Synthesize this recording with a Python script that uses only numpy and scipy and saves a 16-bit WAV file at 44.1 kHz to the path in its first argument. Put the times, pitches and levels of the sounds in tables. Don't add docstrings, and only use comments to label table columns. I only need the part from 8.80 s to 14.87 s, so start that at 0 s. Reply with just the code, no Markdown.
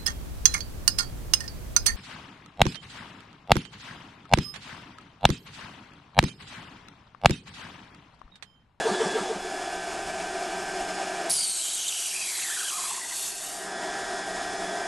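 import sys
import numpy as np
from scipy import signal
from scipy.fft import rfft, irfft, next_fast_len
from scipy.io import wavfile
from scipy.ndimage import uniform_filter1d

SR = 44100
rng = np.random.default_rng(int(sys.argv[2]) if len(sys.argv) > 2 else 0)


def invert_db(level):
    return 10 ** (np.asarray(level, dtype=float) / 20)


def to_wav(sig):
    pcm = np.clip(np.atleast_2d(sig), -1, 1) * 32767
    pcm = np.round(pcm).astype(np.int16)
    wavfile.write(sys.argv[1], SR, pcm.T)


N = 267771

FADE_START_S, FADE_END_S = 0.31, 0.71

# frequency in Hz, level in dB per Hz.
PUMP_COLOUR = [(65, -56), (110, -33), (180, -15.5), (308, -10), (406, -5.5), (535, -13), (705, -2.5),
               (1050, -15), (1650, -14.5), (2050, -20.5), (3360, -21.5), (4440, -23), (8350, -24.5),
               (11200, -36), (12400, -61), (16100, -116), (22000, -120)]
PUMP_NOISE_DB = -29.5
# frequency in Hz, level in dB.
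PUMP_TONES = [(371, -37.5), (802, -53), (1605, -42.5), (1705, -41.5), (3410, -45), (5115, -50.5),
              (6820, -54)]
FIRST_STROKE_S, TURN_S = -0.077, 0.1478
# delay in s, frequency in Hz, rise in s, fall in s, level in dB.
STROKE_RINGS = [
    (0.00063, 444, 0.011, 0.0051, -17.5),
    (.046, 201, 0.0027, 0.014, -28),
    (0.058, 417, 0.0095, 0.0066, -27.5),
    (0.021, 640, 0.0057, 0.0067, -32),
    (0.01028, 920, 0.03, 0.022, -35.5),
    (.02, 1170, 0.0081, 0.016, -34),
    (0.023, 375, 0.0044, 0.023, -36),
]

RUMBLE_DB, RUMBLE_DUCKED = -61, 0.75
# frequency in Hz, level in dB per Hz.
RUMBLE_COLOUR = [(8.8, -31), (15, 1), (39, 0.5), (81, -7.5), (113, -10), (150, -13), (200, -34),
                 (330, -120)]
# time in s, length in s, added level in dB.
GUSTS = [
    (.5, 0.35, 6),
    (1.27, 0.23, 8),
    (1.9, .9, 5),
    (5.401, .25, 3),
    (5.75, .3, 4),
]

# frequency in Hz, level in dB per Hz.
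AIR_EARLY = [(65, -57), (110, -36), (177, -7.5), (252, -11.5), (367, 1.5), (504, -12), (764, -4.5),
             (1110, -12.5), (1530, -10), (2010, -14.5), (2310, -9.5), (3710, -17), (8520, -16.5),
             (11200, -26), (12400, -33), (16100, -99), (22000, -120)]
# frequency in Hz, level in dB per Hz.
AIR_LATE = [(65, -52), (110, -21.5), (390, -5.5), (524, -16), (692, -11), (1130, -14.5), (1750, -12.5),
            (2130, -16.5), (2870, -21.5), (3360, -17), (4180, -21), (5200, -19.5), (9040, -21),
            (11200, -29), (12400, -49), (16100, -105), (22000, -120)]
# frequency in Hz, width in Hz, boost in dB.
CASE = [(396, 43, 3.5), (688, 139, 15), (979, 48, 7.5), (1240, 80, 5.5), (1414, 114, 5), (2330, 200, 1.5),
        (2880, 230, 1), (5150, 630, 4), (6750, 800, 1.5)]
# time in s, frequency in Hz.
BIG_FAN = [(.4, 1566), (.8, 1557), (1.1, 1552), (1.6, 1560), (2.45, 1570), (3.2, 1560), (4, 1566),
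           (4.85, 1578), (5.3, 1580), (5.7, 1572), (6.07, 1564)]
# multiple of that frequency, level in dB against the fans.
BIG_TONES = [(.5, -10), (1, -10.5), (1.5, -25)]
# time in s, frequency in Hz.
SMALL_FAN = [(.4, 1872), (2.45, 1876), (4.7, 1880), (5.05, 1893), (6.07, 1888)]
# multiple of that frequency, level in dB against the fans.
SMALL_TONES = [(.098, -21), (.2, -15.5), (0.65, -25.5), (1.599, -29.5)]
TENTH_EARLY_DB, TENTH_LATE_DB = -19.5, -13
# time in s, frequency in Hz.
WHINE = [(.4, 1706), (.9, 1709), (1.7, 1711), (2.5, 1709.5), (4.8, 1710), (5.2, 1713), (5.5, 1710),
         (6.07, 1709)]
WHINE_DB = [-11, -18, -20, -23, -40]
SHADE_ON_S, SHADE_OFF_S, SHADE_MOVE_S, WHINE_SHADE_DB = 0.8, 4.6, 0.4, -3.5
FANS_DB, CREEP_DB_PER_S, CREEP_S, LATE_DB = -35, 1.5, 1.57, -1.5

DUCK_DB, DUCK_FALL_S, DUCK_CREEP_DB_PER_S = 20, 0.05, 2.5
RELEASE_S, RELEASE_LENGTH_S = 4.43, 0.64

# time in s, lowest Hz, highest Hz, level in dB.
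STRAY_BANDS = [(1.206, 6170, 7580, -51), (1.974, 4200, 5700, -50), (2.043, 7550, 9650, -50),
               (2.09, 5200, 6350, -52), (2.158, 4250, 5150, -51), (2.181, 4200, 5150, -49),
               (2.206, 5170, 6200, -51), (2.786, 4650, 6250, -42), (2.811, 4150, 5120, -47),
               (3.274, 7530, 10900, -35), (4.53, 4200, 5120, -48), (5.782, 5700, 7580, -49)]

OPEN_S, POP_DB, POP_S = 2.493, 3.5, 0.012
# time in s, level in dB.
JET = [
    (2.49, -27.5),
    (2.71, -31.5),
    (4.09, -31.5),
    (4.26, -37),
    (4.37, -32),
    (4.47, -31),
    (4.55, -37),
    (4.65, -35.5),
    (4.93, -44.5),
]
# frequency in Hz, level in dB per Hz.
HISS = [(40, -49), (120, -16.5), (300, -26), (900, -11), (2050, -10.5), (2700, -5.5), (4600, -2), (5800, 0),
        (8260, 3.5), (10000, -1), (11800, -4.5), (12400, -15), (16000, -60)]
USUAL_DB, TOP_PER_DB, BODY_PER_DB, WIDE_S, WIDE_TOP_DB = -31.5, 0.5, -0.13, 4.3, 4.5
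FLUTTER_DB, FLUTTER_S, FLUTTER_END_DB = 19, 0.47, -2
# multiple of its pitch, width as share of that, boost in dB.
RIDGES = [(1, 0.16, 4), (2, 0.13, 2.5)]
# start in s, spacing of crests in Hz, place of one crest in Hz, depth in dB.
HAND = [
    (2.5, 790, 3070, 2.2),
    (3.3, 750, 3250, 3.2),
    (4.1, 870, 3570, 3.8),
    (4.62, 850, 3740, 4.5),
]
REGRIP_S = 0.1
# frequency in Hz, width in Hz, dB at the opening, dB at the end.
SHADOWS = [(5240, 460, -4, -4), (9270, 190, 0, -2), (10900, 370, 2.5, -9), (8100, 410, 0.5, -1)]

# time in s, frequency in Hz, level in dB.
WHISTLE = [
    (2.52, 5240, -42),
    (2.58, 4733, -35.5),
    (2.93, 3795, -52),
    (2.99, 3206, -41),
    (3.32, 2746, -44.5),
    (3.6, 1952, -42.5),
    (3.8, 1459, -42.5),
    (4.0, 1130, -43.5),
    (4.35, 908, -48),
]
DIP_S, DIP_LENGTH_S, DIP_DB = 4.16, 0.1, -11
OCTAVE_DB, OCTAVE_LOSS_DB, OCTAVE_S = -27.5, -27, 0.62
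# time in s, length in s, frequency in Hz, level in dB, octave level in dB.
LOCKS = [(2.512, 0.015, 4700, -33, -30), (2.618, 0.042, 4670, -35, -35), (2.946, .03, 4126, -47, -34),
         (3.089, .024, 3800, -37, -33), (3.398, .12, 2530, -43, -50), (3.635, 0.026, 2190, -44, -42.5),
         (3.74, 0.068, 1778, -43, -46), (3.804, 0.026, 1642, -39, -44), (3.87, .075, 1630, -45.5, -40),
         (3.96, 0.051, 1249, -46, -57), (4.235, 0.069, 949, -51.5, -45.5), (4.327, 0.043, 1005, -50, -44.5)]
LOCKED = 0.6
HOP, BREATH = (0.016, 0.075), (0.58, 0.88)
WILD_S, WILD_LENGTH_S = 2.68, 0.3
HOP_PITCH_HZ, HOP_SLOPE = 2300, 0.25
# start in s, length in s, frequency in Hz, level in dB.
SIDE_NOTES = [
    (2.746, 0.24, 3115, -40.5),
    (2.966, 0.094, 3730, -45),
    (3.609, 0.031, 2480, -42),
]


def evened(x):
    return x / np.sqrt(np.mean(x ** 2) + 1e-20)


def read(points, hz):
    f, value = np.transpose(points)
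    return np.interp(np.log(hz + 1), np.log(f + 1), value)


def curves(rows, t):
    s, *columns = np.transpose(rows)
    return [np.interp(t, s, c) for c in columns]


def ramp(t, start, length):
    return np.sin(np.pi / 2 * np.clip((t - start) / length, 0, 1)) ** 2


def near(x, centre, width):
    return 1 / (1 + (2 * (x - centre) / width) ** 2)


def drift(rate):
    size = next_fast_len(N)
    z = rfft(rng.standard_normal(N), size)
    slowed = z / (1 + (np.fft.rfftfreq(size, 1 / SR) / rate) ** 2)
    return evened(irfft(slowed, size)[:N])


def noise(colour_db, size, patchy_db, flicker_db):
    hop = size // 4
    frames, hz = N // hop + 5, np.fft.rfftfreq(size, 1 / SR)
    a, b, patches = rng.standard_normal((frames, len(hz), 3)).T
    patches = uniform_filter1d(patches, size=size // 80, axis=0)
    patches = evened(uniform_filter1d(patches, size=9, axis=1))
    flicker = evened(uniform_filter1d(rng.standard_normal(frames), size=3))
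    shape = invert_db(colour_db(hz[:, None], np.arange(frames) * hop / SR))
    shape = shape / np.sqrt((shape ** 2).mean(axis=0))
    z = (a + 1j * b) * shape * invert_db(patchy_db * patches + flicker_db * flicker)
    return evened(signal.istft(z, nperseg=size, noverlap=size - hop)[1][:N])


def tone(hz, waver_db, rate):
    phase = 2 * np.pi * (np.cumsum(hz * np.ones(N)) / SR + rng.random())
    return np.sqrt(2) * np.sin(phase) * invert_db(waver_db * drift(rate))


def ducking_db(t):
    u = np.maximum(t - OPEN_S, 0)
    held = -DUCK_DB * (1 - np.exp(-u / DUCK_FALL_S)) + DUCK_CREEP_DB_PER_S * u
    return held * (1 - ramp(t, RELEASE_S, RELEASE_LENGTH_S))


def pump(t):
    swell = invert_db(0.8 * np.cos(2 * np.pi * ((t - FIRST_STROKE_S) / TURN_S - 0.15)))
    running = noise(lambda hz, s: read(PUMP_COLOUR, hz) + 0 * s, size=1024, patchy_db=1.5, flicker_db=0.5)
    out = invert_db(PUMP_NOISE_DB) * swell * running
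    out += sum(invert_db(db) * tone(hz, 1.9, 16) for hz, db in PUMP_TONES)
    chance = rng.standard_normal((7, len(STROKE_RINGS), 3))
    for k, row in enumerate(chance):
        for (delay, hz, rise, fall, db), (late, sharp, strong) in zip(STROKE_RINGS, row):
            u = t[:SR] - (FIRST_STROKE_S + k * TURN_S + delay + 0.0008 * late)
            swing = np.exp(-(u / np.where(u < 0, rise, fall)) ** 2 / 2)
            ring = np.sin(2 * np.pi * hz * (1 + 0.011 * sharp) * u)
            out[:SR] += invert_db(db + 0.5 * strong) * swing * ring
    return out


def rumble(t):
    low = noise(lambda hz, s: read(RUMBLE_COLOUR, hz) + 0 * s, size=4096, patchy_db=-1.0, flicker_db=1.0)
    gusts_db = sum(db * near(t, s, length) for s, length, db in GUSTS)
    return invert_db(RUMBLE_DB + gusts_db + RUMBLE_DUCKED * ducking_db(t)) * low


def fans(t):
    def colour_db(hz, s):
        rings = sum(db * near(hz, f, width) for f, width, db in CASE)
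        return np.where(s < 4, read(AIR_EARLY, hz), read(AIR_LATE, hz)) + rings

    out = invert_db(0.42) * noise(colour_db, size=2048, patchy_db=-0.25, flicker_db=0.74)
    for track, tones in ((BIG_FAN, BIG_TONES), (SMALL_FAN, SMALL_TONES)):
        hz = curves(track, t)[0] * (1 + 0.000746 * drift(3.5))
        out += sum(invert_db(db) * tone(k * hz, 2.5, 7.0) for k, db in tones)
    out += invert_db(np.where(t < 4, TENTH_EARLY_DB, TENTH_LATE_DB)) * tone(hz, 1.9, 10.0)
    whine_hz = curves(WHINE, t)[0]
    whine = sum(invert_db(db) * tone((k + 1) * whine_hz, 1.28, 6.7) for k, db in enumerate(WHINE_DB))
    shaded = ramp(t, SHADE_ON_S, SHADE_MOVE_S) - ramp(t, SHADE_OFF_S, SHADE_MOVE_S)
    creep_db = CREEP_DB_PER_S * np.clip(t - FADE_END_S, 0, CREEP_S)
    level_db = FANS_DB + creep_db + ducking_db(t) + LATE_DB * (t > OPEN_S)
    return invert_db(level_db) * (out + invert_db(0.3 + WHINE_SHADE_DB * shaded) * whine)


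def stray_bands():
    side, hz = np.zeros(N), np.fft.rfftfreq(2048, 1 / SR)
    window = signal.windows.kaiser(2048, 7)
    spectra = rfft(rng.standard_normal((len(STRAY_BANDS), 2048)))
    for (s, low_hz, high_hz, db), z in zip(STRAY_BANDS, spectra):
        start = round(s * SR) - 1024
        band = evened(irfft(z * (hz > low_hz) * (hz < high_hz)))
        side[start:start + 2048] += invert_db(db) * window * band
    return np.array([side, -side])


def path_db(hz, s):
    moves = []
    for old, new in zip(HAND, HAND[1:]):
        moves.append((new[0] - REGRIP_S / 2, *old[1:]))
        moves.append((new[0] + REGRIP_S / 2, *new[1:]))
    spacing, crest, depth_db = curves(moves, s)
    comb = depth_db * np.cos(2 * np.pi * (hz - crest) / spacing) * np.clip((6400 - hz) / 1500, 0.3, 1)
    spent = np.clip((s - 4.2) / 0.3, 0, 1)
    return comb + sum(((1 - spent) * a + spent * b) * near(hz, f, width) for f, width, a, b in SHADOWS)


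def jet(t):
    def colour_db(hz, s):
        more_db = curves(JET, s)[0] - USUAL_DB
        top_db = TOP_PER_DB * more_db + WIDE_TOP_DB * ramp(s, WIDE_S, 0.09)
        tilt = top_db * np.clip((hz - 8500) / 3000, 0, 1)
        tilt += BODY_PER_DB * more_db * np.clip((5200 - hz) / 1800, 0, 1)
        flutter_db = FLUTTER_END_DB + FLUTTER_DB * np.exp(-abs(s - OPEN_S) / FLUTTER_S)
        tilt += flutter_db * np.clip((600 - hz) / 250, 0, 1)
        pitch = curves(WHISTLE, s)[0]
        ridges = sum(db * near(hz, k * pitch, share * k * pitch) for k, share, db in RIDGES)
        tilt += (1 - ramp(s, DIP_S, DIP_LENGTH_S)) * ridges
        return read(HISS, hz) + tilt + path_db(hz, s)

    opened = ramp(t, OPEN_S, 0.0064) * np.clip((JET[-1][0] - t) / 0.071, 0, 1)
    pop_db = POP_DB * np.exp(-abs(t - OPEN_S - 0.007) / POP_S)
    hiss = noise(colour_db, size=512, patchy_db=1.4, flicker_db=0.5)
    return invert_db(curves(JET, t)[0] + pop_db + 0.18) * opened * hiss


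def whistle(t):
    hz, first_db = curves(WHISTLE, t)
    first_db = first_db + DIP_DB * ramp(t, DIP_S, DIP_LENGTH_S)
    octave_db = OCTAVE_DB + OCTAVE_LOSS_DB * (1 - np.exp(-abs(t - WHISTLE[0][0]) / OCTAVE_S))
    unrest = ramp(t, WILD_S, WILD_LENGTH_S)
    for s, length, lock_hz, lock_db, lock_octave_db in LOCKS:
        held = np.clip(3 * (1 - 2 * abs(t - s) / length), 0, 1)
        hz = hz + held * (lock_hz - hz)
        unrest = unrest * (1 - LOCKED * held)
        first_db = first_db + held * (lock_db - first_db)
        octave_db = octave_db + held * (lock_octave_db - octave_db)
    hop, breath = (calm + np.clip(unrest, 0, 1) * (wild - calm) for calm, wild in (HOP, BREATH))
    hop = hop * (1 + unrest * ((HOP_PITCH_HZ / hz) ** HOP_SLOPE - 1))
    hz = hz * (1 + hop * (0.55 * drift(70) + 0.9 * drift(350)))
    turns = np.cumsum(hz) / SR
    sounding = ramp(t, OPEN_S + 0.0051, 0.006) * np.clip((WHISTLE[-1][0] - t) / 0.025, 0, 1)
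    out = 0
    for k, db, width in ((1, first_db, 250), (2, octave_db, 270)):
        puffs = np.interp(turns * SR / 4500, np.arange(N), drift(width) + 1j * drift(width))
        cloud = np.sqrt(1 - breath) + np.sqrt(breath / 2) * puffs
        voice = np.sqrt(2) * (cloud * np.exp(2j * np.pi * k * turns)).real
        out += invert_db(db + 2.5 + 0.17 * path_db(k * hz, t)) * voice
    return sounding * out


def side_notes(t):
    wobble = np.cumsum(1 + 0.035 * drift(60)) / SR
    breath = drift(150) + 1j * drift(150)
    out = 0
    for s, length, hz, db in SIDE_NOTES:
        swell = np.sin(np.pi * np.clip((t - s) / length, 0, 1))
        out += invert_db(db - 0.5) * swell * (breath * np.exp(2j * np.pi * hz * wobble)).real
    return out


def scene():
    t = np.arange(N) / SR
    later = np.clip((t - FADE_START_S) / (FADE_END_S - FADE_START_S), 0, 1)
    machine = (1 - later) * pump(t) + later * fans(t)
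    mono = machine + rumble(t) + jet(t) + whistle(t) + side_notes(t)
    return np.array([mono, mono])


def thin_top(x):
    hz, s, z = signal.stft(x, SR, nperseg=1024, noverlap=768)
    hz = hz[:, None]
    wander = 0.5 + 0.4 * evened(uniform_filter1d(rng.standard_normal(len(s)), size=14))
    wander = np.repeat(np.clip(wander, 0, 1)[::4], 4)[:len(s)]
    loud = (s > OPEN_S) & (s < 4.85)
    lowest_hz, highest_hz = 11400, 11900
    keep = hz < highest_hz - (highest_hz - lowest_hz) * wander * np.where(loud, 0.25, 1)
    keep |= (abs(s - 2.515) < 0.014) & (hz < 12400)
    masked = (s > 2.548) & (s < 2.63) & (hz > 2.1 * curves(WHISTLE, s)[0])
    keep &= ~masked | (abs(hz - 11650) < 130)
    power = uniform_filter1d(abs(z[0]) ** 2, size=3, axis=0)
    power = uniform_filter1d(power, size=6, axis=1)
    around = uniform_filter1d(power, size=41, axis=0)
    keep &= power > around * np.clip((hz - 5000) / 5500, 0, 1) * 0.44
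    return signal.istft(z * np.where(keep, 1, 0.002), SR, nperseg=1024, noverlap=768)[1][:, :N]


def low_pass(x):
    return signal.sosfilt(signal.butter(12, 12770, fs=SR, output="sos"), x)


def record(dry):
    mix = thin_top(dry) + stray_bands()
    return low_pass(mix)


dry = scene()
out = record(dry)
to_wav(out)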